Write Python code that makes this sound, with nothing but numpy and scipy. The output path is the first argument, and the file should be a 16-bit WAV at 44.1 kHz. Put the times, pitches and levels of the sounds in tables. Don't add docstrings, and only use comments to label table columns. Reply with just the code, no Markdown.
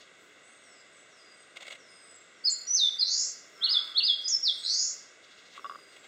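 import sys
import numpy as np
from scipy import signal
from scipy.fft import rfft, irfft
from scipy.io import wavfile
from scipy.ndimage import uniform_filter1d

SR = 44100
rng = np.random.default_rng(int(sys.argv[2]) if len(sys.argv) > 2 else 0)


def ratio(d):
    e = np.asarray(d, float) / 20
    return 10 ** e


def store_wav(level_fs):
    pcm = np.round(np.clip(np.atleast_2d(level_fs), -1, 1) * 32767)
    wavfile.write(sys.argv[1], SR, pcm.T.astype(np.int16))


N = 267687


def rms_one(x):
    return x / np.sqrt(np.mean(x ** 2) + 1e-20)


def slow_noise(length, size):
    return rms_one(uniform_filter1d(rng.standard_normal(length), size=size))


def coloured(spectrum):
    hz, db = np.transpose(spectrum)
    grid = np.fft.rfftfreq(N, 1 / SR) + 1
    gain = ratio(np.interp(np.log(grid), np.log(hz), db))
    return rms_one(irfft(rfft(rng.standard_normal(N)) * gain, N))


def high_pass(x, hz):
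    return signal.sosfilt(signal.butter(4, hz, "high", fs=SR, output="sos"), x)


def low_pass(x, hz):
    return signal.sosfilt(signal.butter(6, hz, fs=SR, output="sos"), x)


def played(rows, round_s):
    s, *columns = np.transpose(rows)
    span = np.arange(round(s[0] * SR), min(round(s[-1] * SR), N))
    size = max(round(round_s * SR), 1)
    *columns, db = [uniform_filter1d(np.interp(span / SR, s, c), size) for c in columns]
    to_edge = np.minimum(span - span[0], (span[-1] - span) / 2)
    fade = np.minimum(to_edge / (.006 * SR), 1)
    return span, columns, np.sqrt(2) * ratio(db) * fade


def whistle(hz, overtone_db):
    phase = 2 * np.pi * np.cumsum(hz) / SR
    flicker = slow_noise(len(hz), 120)
    return np.sin(phase) + ratio(overtone_db) * flicker * np.sin(2 * phase)


def songbirds(notes, round_s, overtone_db):
    out = np.zeros(N)
    for rows in notes:
        span, (hz,), gain = played(rows, round_s)
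        out[span] += gain * whistle(hz, overtone_db)
    return out


def syllable(kind, s, top_hz, bottom_hz, tail, level_db):
    rise, start, late, fall, square, creep, loudest, start_db, top_db, slide_db, end_db = kind
    t = np.arange(-rise, tail, .001)
    before, after = np.maximum(-t, 0) / rise, np.maximum(t, 0) / tail
    climb = top_hz * (1 - (1 - start) * np.expm1(-(late * before) ** 1.4) / np.expm1(-late ** 1.4))
    floor_hz = bottom_hz * (1 + creep * (1 - after))
    drop = floor_hz + (top_hz - floor_hz) * np.exp(-(after / fall) ** square)
    loud = tail * min(loudest, .95)
    db = np.interp(t, [-rise, -rise / 2, 0, loud / 2, loud, tail],
                   [start_db, (start_db + top_db) / 2.5, top_db, slide_db, 0, end_db])
    return np.transpose([s + t, np.where(t < 0, climb, drop), level_db + db])


# rise_s, start_pitch (share of top), climb_lateness,
#   fall_time (share of tail), fall_squareness, slow_creep (share of pitch), loudest (share of tail),
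#   start_db, top_db, slide_db, end_db
HOOK = (.02, .86, .7, .4, 2.1, -.02, .65, -32, -2.2, -3.5, -5)
SPIKE = (.011, .68, .3, .24, 1.1, .001, .62, -8, -13, -7, -14)
LEAD = (.01, .94, .7, .9, 1.1, .001, .9, -30, -12, -3, .1)
DIVE = (.012, .955, .7, .205, 1.7, .11, .5, -2.5, -1.5, -6, -8)
DROP = (.006, .98, .5, .54, 1.9, .001, .7, -12, -7, -2.5, -1.5)
CHUP = (.04, .72, 2.4, .42, 2.8, .001, .55, -17, 5.5, -3.5, -20)
SWOOP = (.04, .79, .3, .195, 1.45, .055, .42, -8, -2.5, -6, -11)
# kind, top_at_s, top_hz, bottom_hz, tail_s, level_db
PHRASE = [(HOOK, 2.455, 5090, 4270, .046, -20), (SPIKE, 2.505, 7910, 7030, .04, -25),
          (LEAD, 2.675, 5790, 6050, .065, -23.5), (DIVE, 2.749, 6256, 3450, .146, -20.5),
          (HOOK, 2.998, 5017, 4130, .043, -20.5), (CHUP, 3.646, 4330, 2870, .042, -24),
          (SWOOP, 3.72, 5140, 3330, .088, -21), (CHUP, 3.982, 4370, 2700, .042, -23),
          (SWOOP, 4.057, 5050, 3240, .095, -20), (LEAD, 4.245, 5020, 4940, .033, -23.5),
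          (SPIKE, 4.288, 7270, 5200, .088, -21), (DROP, 4.431, 5600, 3090, .08, -22)]


def phrase():
    notes, lead = [], np.zeros((0, 3))
    for row in PHRASE:
        rows = syllable(*row)
        rows = np.vstack([lead[lead[:, 0] < rows[0, 0]], rows])
        if row[0] == LEAD:
            lead = rows
        else:
            lead = rows[:0]
            notes.append(rows)
    return notes


def buzz_edges(s, length, level_db, leap):
    u = np.linspace(0, 1, num=40)
    low = 3900 + (5850 - 3900) * u ** 1.15
    high = 7500 - (7500 - 4550) * np.exp(-u / leap)
    top_db = -12 + 11.5 / (1 + np.exp((.53 - u) / .08))
    db = level_db - 16 * np.exp(-u / .07) - 23 * u ** 3.4
    chance = rng.standard_normal((3, len(u)))
    low, high = [low, high] * (1 + .015 * chance[:2])
    return np.transpose([s + length * u, low, high, top_db, db + 1.6 * chance[2]])


# start_s, length_s, swing_hz, level_db, leap (share of the length)
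BUZZES = [
    (3.028, .3, 188, -24, .22),
    (4.628, .325, 169.7, -23.5, .34),
]


def buzzes():
    out = np.zeros(N)
    for s, length, swing_hz, level_db, leap in BUZZES:
        span, (low, high, top_db), gain = played(buzz_edges(s, length, level_db, leap), .006)
        swings = np.cumsum(swing_hz * (1 + .03 * slow_noise(len(span), 300))) / SR
        height = (.5 - .5 * np.cos(2 * np.pi * swings)) ** 1.3
        out[span] += gain * ratio(top_db * height) * whistle(low + (high - low) * height, -46)
    return out


def wood(x, direct_db, near_db, near_t60, far_db, far_t60, dull_hz):
    t = np.arange(SR) / SR
    near = ratio(near_db - 60 * t / near_t60) / np.sqrt(near_t60 * SR / np.log(1e6))
    far = ratio(far_db - 60 * t / far_t60) / np.sqrt(far_t60 * SR / np.log(1e6))
    scatter = rng.standard_normal((2, SR))
    dull = signal.sosfilt(signal.butter(2, dull_hz, fs=SR, output="sos"), scatter[1])
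    echo = (near * scatter[0] + far * dull) * np.minimum(t / 0.0061, 1)
    return ratio(direct_db) * x + signal.fftconvolve(x, echo)[:N]


# peak_s, peak_db, length_s
STROKES = [(1.56, -40.5, 0.0053), (1.57, -33.5, 0.0047), (1.606, -38.5, 0.0075), (1.622, -37, 0.0094),
           (1.652, -44, 0.0084), (1.668, -39, 0.0047), (1.679, -34, 0.0054), (1.705, -35.5, .007),
           (1.721, -35, 0.009), (1.752, -44, 0.0068), (5.556, -43, 0.023), (5.924, -46.5, 0.0053),
           (5.964, -43.5, 0.0064), (6.04, -45, 0.014)]
# pitch_hz, density_db (per Hz)
WING = [(180, -52), (300, -40), (561, -3.5), (1660, -9), (2130, 2.5), (3290, -5), (5660, -24.5),
        (8350, -22.5), (9500, -40), (11000, -43), (15700, -43)]
# peak_s, peak_db, length_s
FAR_STROKES = [
    (.0, -52, .03),
    (5.235, -53, .02),
    (5.305, -54, 0.034),
    (5.38, -54, 0.027),
    (5.45, -54.5, 0.031),
    (5.52, -52.5, 0.028),
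    (5.91, -58, 0.06),
    (6.03, -63, .02),
]
# pitch_hz, density_db (per Hz)
FAR_WING = [(1500, -21), (2600, 0), (3700, -1.5), (5200, -7.5), (6800, -16), (8500, -32), (10000, -42)]
# peak_s, peak_db, length_s
GUSTS = [
    (.2, -61, 0.083),
    (3.5, -59, 0.23),
    (5.6, -59, 0.22),
    (5.95, -69, 0.087),
]
# pitch_hz, density_db (per Hz)
GUST = [(120, -28), (280, -8.5), (400, 2.5), (600, -11), (1300, -7), (2500, -30)]


def wings(strokes, spectrum):
    t, puffs = np.arange(N) / SR, np.zeros(N)
    for s, peak_db, length in strokes:
        ago = (t - s) / max(length, .002) - .6
        puffs += ratio(peak_db - 2) * np.exp(-np.where(ago < 0, 1.4 * ago ** 2, ago))
    return puffs * coloured(spectrum)


# start_s, peak_db, sharpness_db, ring_s
CREAKS = [(5.577, -33.5, -16, 0.0066), (5.594, -33, -8, 0.0022), (5.644, -28, -12, 0.007),
          (5.653, -28.5, -27, 0.0081), (5.661, -33.5, -11.5, 0.01), (5.696, -28, -14.5, 0.0066),
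          (5.711, -31, -18, 0.0038), (5.72, -35, -19, 0.0056), (5.735, -41, -24, 0.0071),
          (5.748, -36, -29, .004), (5.756, -32, -20, 0.0043), (5.788, -41, -10, 0.0028)]
# pitch_hz, level_db, ring (share of ring_s)
HOUSING = [(1158, 5, 1.0), (1287, -5.5, .6), (600, -11, 0.64)]
# pitch_hz, level_db, ring (share of ring_s)
HOUSING_TOP = [(2140, -15.5, 0.56), (2850, 2, 0.53), (3520, 0.5, 0.36)]


def housing():
    t, out = np.arange(SR // 20) / SR, np.zeros(N)
    chance = rng.standard_normal((len(CREAKS), 2))
    for (s, peak_db, sharp_db, length), (detune, spread) in zip(CREAKS, chance):
        at = round(s * SR)
        for k, (hz, db, share) in enumerate(HOUSING + HOUSING_TOP):
            shape = np.minimum(t / .001, 1) * np.exp(-(t / (length * share)) ** 1.5)
            upper_db = sharp_db * (k >= len(HOUSING))
            level = ratio(peak_db + db + 1.5 * spread * (k > 0) + upper_db)
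            out[at:at + len(t)] += level * shape * np.sin(2 * np.pi * hz * (1 + 0.016 * detune) * t)
    return out


# glide_curve, loudest (share of length), start_db, end_db
SEEP = (9.5, .42, -3, -15)
SLUR = (-.4, .7, -10, -6)
CHIP = (1.2, .45, -4, -7)
# start_s, length_s, from_hz, to_hz, level_db
SEEPS = [
    (1.098, .37, 6200, 4830, -62),
    (1.775, .38, 5980, 5030, -60),
    (5.585, .38, 5800, 4830, -62),
]
SLURS = [
    (.42, .41, 8950, 7300, -64),
    (1.85, .37, 8750, 7350, -58),
    (4.5, .26, 8780, 7500, -53),
    (5.67, .4, 9000, 7300, -67),
    (1.28, .14, 8020, 8270, -63),
    (.41, .14, 6150, 6650, -72),
]
CHIPS = [(.12, .15, 7650, 7850, -73), (.41, .11, 7650, 8250, -62), (.625, .19, 5850, 4800, -63),
         (.915, .1, 8250, 7700, -60), (.93, .1, 6500, 5940, -73), (1.15, .11, 8600, 7600, -69),
         (1.43, .09, 8780, 8460, -74), (1.64, .08, 8250, 7900, -61), (2.02, .1, 4830, 4750, -71),
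         (2.34, .11, 5800, 5100, -66), (3.52, .1, 5700, 4970, -58), (4.2, .045, 6100, 5400, -57),
         (4.575, .065, 7700, 8050, -52), (4.58, .12, 6600, 6800, -60)]


def far_call(kind, s, length, from_hz, to_hz, level_db):
    curve, loudest, start_db, end_db = kind
    u = np.linspace(0, 1, num=40)
    hz = from_hz + (to_hz - from_hz) * np.expm1(-curve * u) / np.expm1(-curve)
    hz = hz * (1 + .008 * rng.standard_normal(len(u)))
    db = level_db + np.interp(u, [0, loudest, 1], [start_db, 0, end_db])
    return np.transpose([s + length * u, hz, db])


def far_songbirds():
    kinds = [(SEEP, SEEPS), (SLUR, SLURS), (CHIP, CHIPS)]
    calls = [far_call(kind, *row) for kind, rows in kinds for row in rows]
    return songbirds(calls, .008, -60)


def ring(clicks, hz, t60):
    r, w = ratio(-60 / (t60 * SR)), 2 * np.pi * hz / SR
    return signal.lfilter([0, np.sin(w)], [1, -2 * r * np.cos(w), r * r], clicks + 1e-18)


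# time_s, pulse_hz, level_db
CAW = [
    (3.55, 191.9, -61.5),
    (3.6, 195.2, -53.5),
    (3.68, 191.1, -46),
    (3.76, 176.8, -49),
    (3.86, 162.9, -49.5),
    (3.95, 147.1, -53),
    (4.02, 131.7, -58),
]
# pitch_hz, width_hz, level_db
CROW_THROAT = [(1300, 460, -9.5), (1780, 620, -9.5), (2050, 510, -11.5)]


def crow():
    span, (rate_hz,), gain = played(CAW, 0.028)
    turns = np.cumsum(rate_hz * (1 + .012 * slow_noise(len(span), 400))) / SR
    pulses = np.diff(np.floor(turns), prepend=0)
    voice = np.zeros(len(span))
    for k, (hz, width, db) in enumerate(CROW_THROAT):
        voice += (-1) ** k * ratio(db) * ring(pulses, hz, np.log(1000) / (np.pi * width))
    out = np.zeros(N)
    out[span] = gain * rms_one(voice)
    return out


# pitch_hz, density_db (per Hz)
AIR = [(18, -66.5), (30, -50.5), (93, -17), (410, -3.5), (600, 0), (1330, -0.5), (2030, 2.5), (3490, -8.5),
       (4300, -15.5), (6000, -20.5), (8200, -17.5), (9000, -29), (10200, -37), (15700, -62.5)]


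def air():
    return ratio(-52.5) * coloured(AIR)


def side_air():
    spectrum = [(30, -25), (100, -6), (300, 0), (700, -2), (2000, -10), (9000, -24), (16000, -30)]
    return ratio(-92) * coloured(spectrum)


def scene():
    voice = high_pass(low_pass(songbirds(phrase(), .003, -44) + buzzes(), 8200), 1500)
    song = wood(voice, -3.5, -2.5, 0.098, -7, 0.56, 6150)
    flutter = wings(STROKES, WING) + wings(FAR_STROKES, FAR_WING) + wings(GUSTS, GUST)
    creaks = low_pass(high_pass(housing(), 515), 5200)
    far = wood(far_songbirds(), -13, -3, .3, -1, .7, 9000)
    caw = wood(high_pass(crow(), 850), -1, -4, .25, -6, .7, 4000)
    centre = far + caw + flutter + creaks + air()
    return centre + song * ratio([[-.6], [.6]]) + side_air() * [[1], [-1]]


# pitch_hz, width_hz, level_db
PORTS = [(896, 900, -16), (1777, 240, -33), (2400, 360, -28.5), (3060, 280, -46.5), (2580, 280, -2),
         (3534, 290, 2), (4300, 230, 0), (6100, 170, -2.5), (6840, 570, 8.5), (7040, 290, -7.5)]


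def ports(x):
    for hz, width, db in PORTS:
        w, a = 2 * np.pi * hz / SR, np.pi * width / SR
        scale = ratio(min(db, 0))
        top, bottom = a * ratio(max(db, 0)) * scale, a * ratio(max(-db, 0)) * scale
        middle = -2 * np.cos(w)
        x = signal.lfilter([1 + top, middle, 1 - top], [1 + bottom, middle, 1 - bottom], x)
    return x


# pitch_hz, density_db (per Hz)
GRIT = [(3000, -34), (8000, 10), (10000, -4), (15700, -3)]
# pitch_hz, density_db (per Hz)
HAZE = [(6500, -28.5), (7800, 1), (8800, -2), (9600, -30.5)]


def grit(x):
    power = high_pass(x, 3000) ** 2
    quick = np.sqrt(uniform_filter1d(power, size=300) + 1e-14)
    slow = np.sqrt(uniform_filter1d(power, size=1500) + 1e-14)
    room = 1 / (1 + (slow / ratio(-38.5)) ** 9.4)
    top = ratio(-19) * quick ** 1.1 * room * coloured(GRIT)
    return top + ratio(-40) * slow * coloured(HAZE)


def top_cut(x):
    return signal.sosfilt(signal.butter(12, 15740, fs=SR, output="sos"), x)


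def record(dry):
    heard = ports(dry)
    mix = heard + grit(heard[0])
    return top_cut(mix)


dry = scene()
out = record(dry)
store_wav(out)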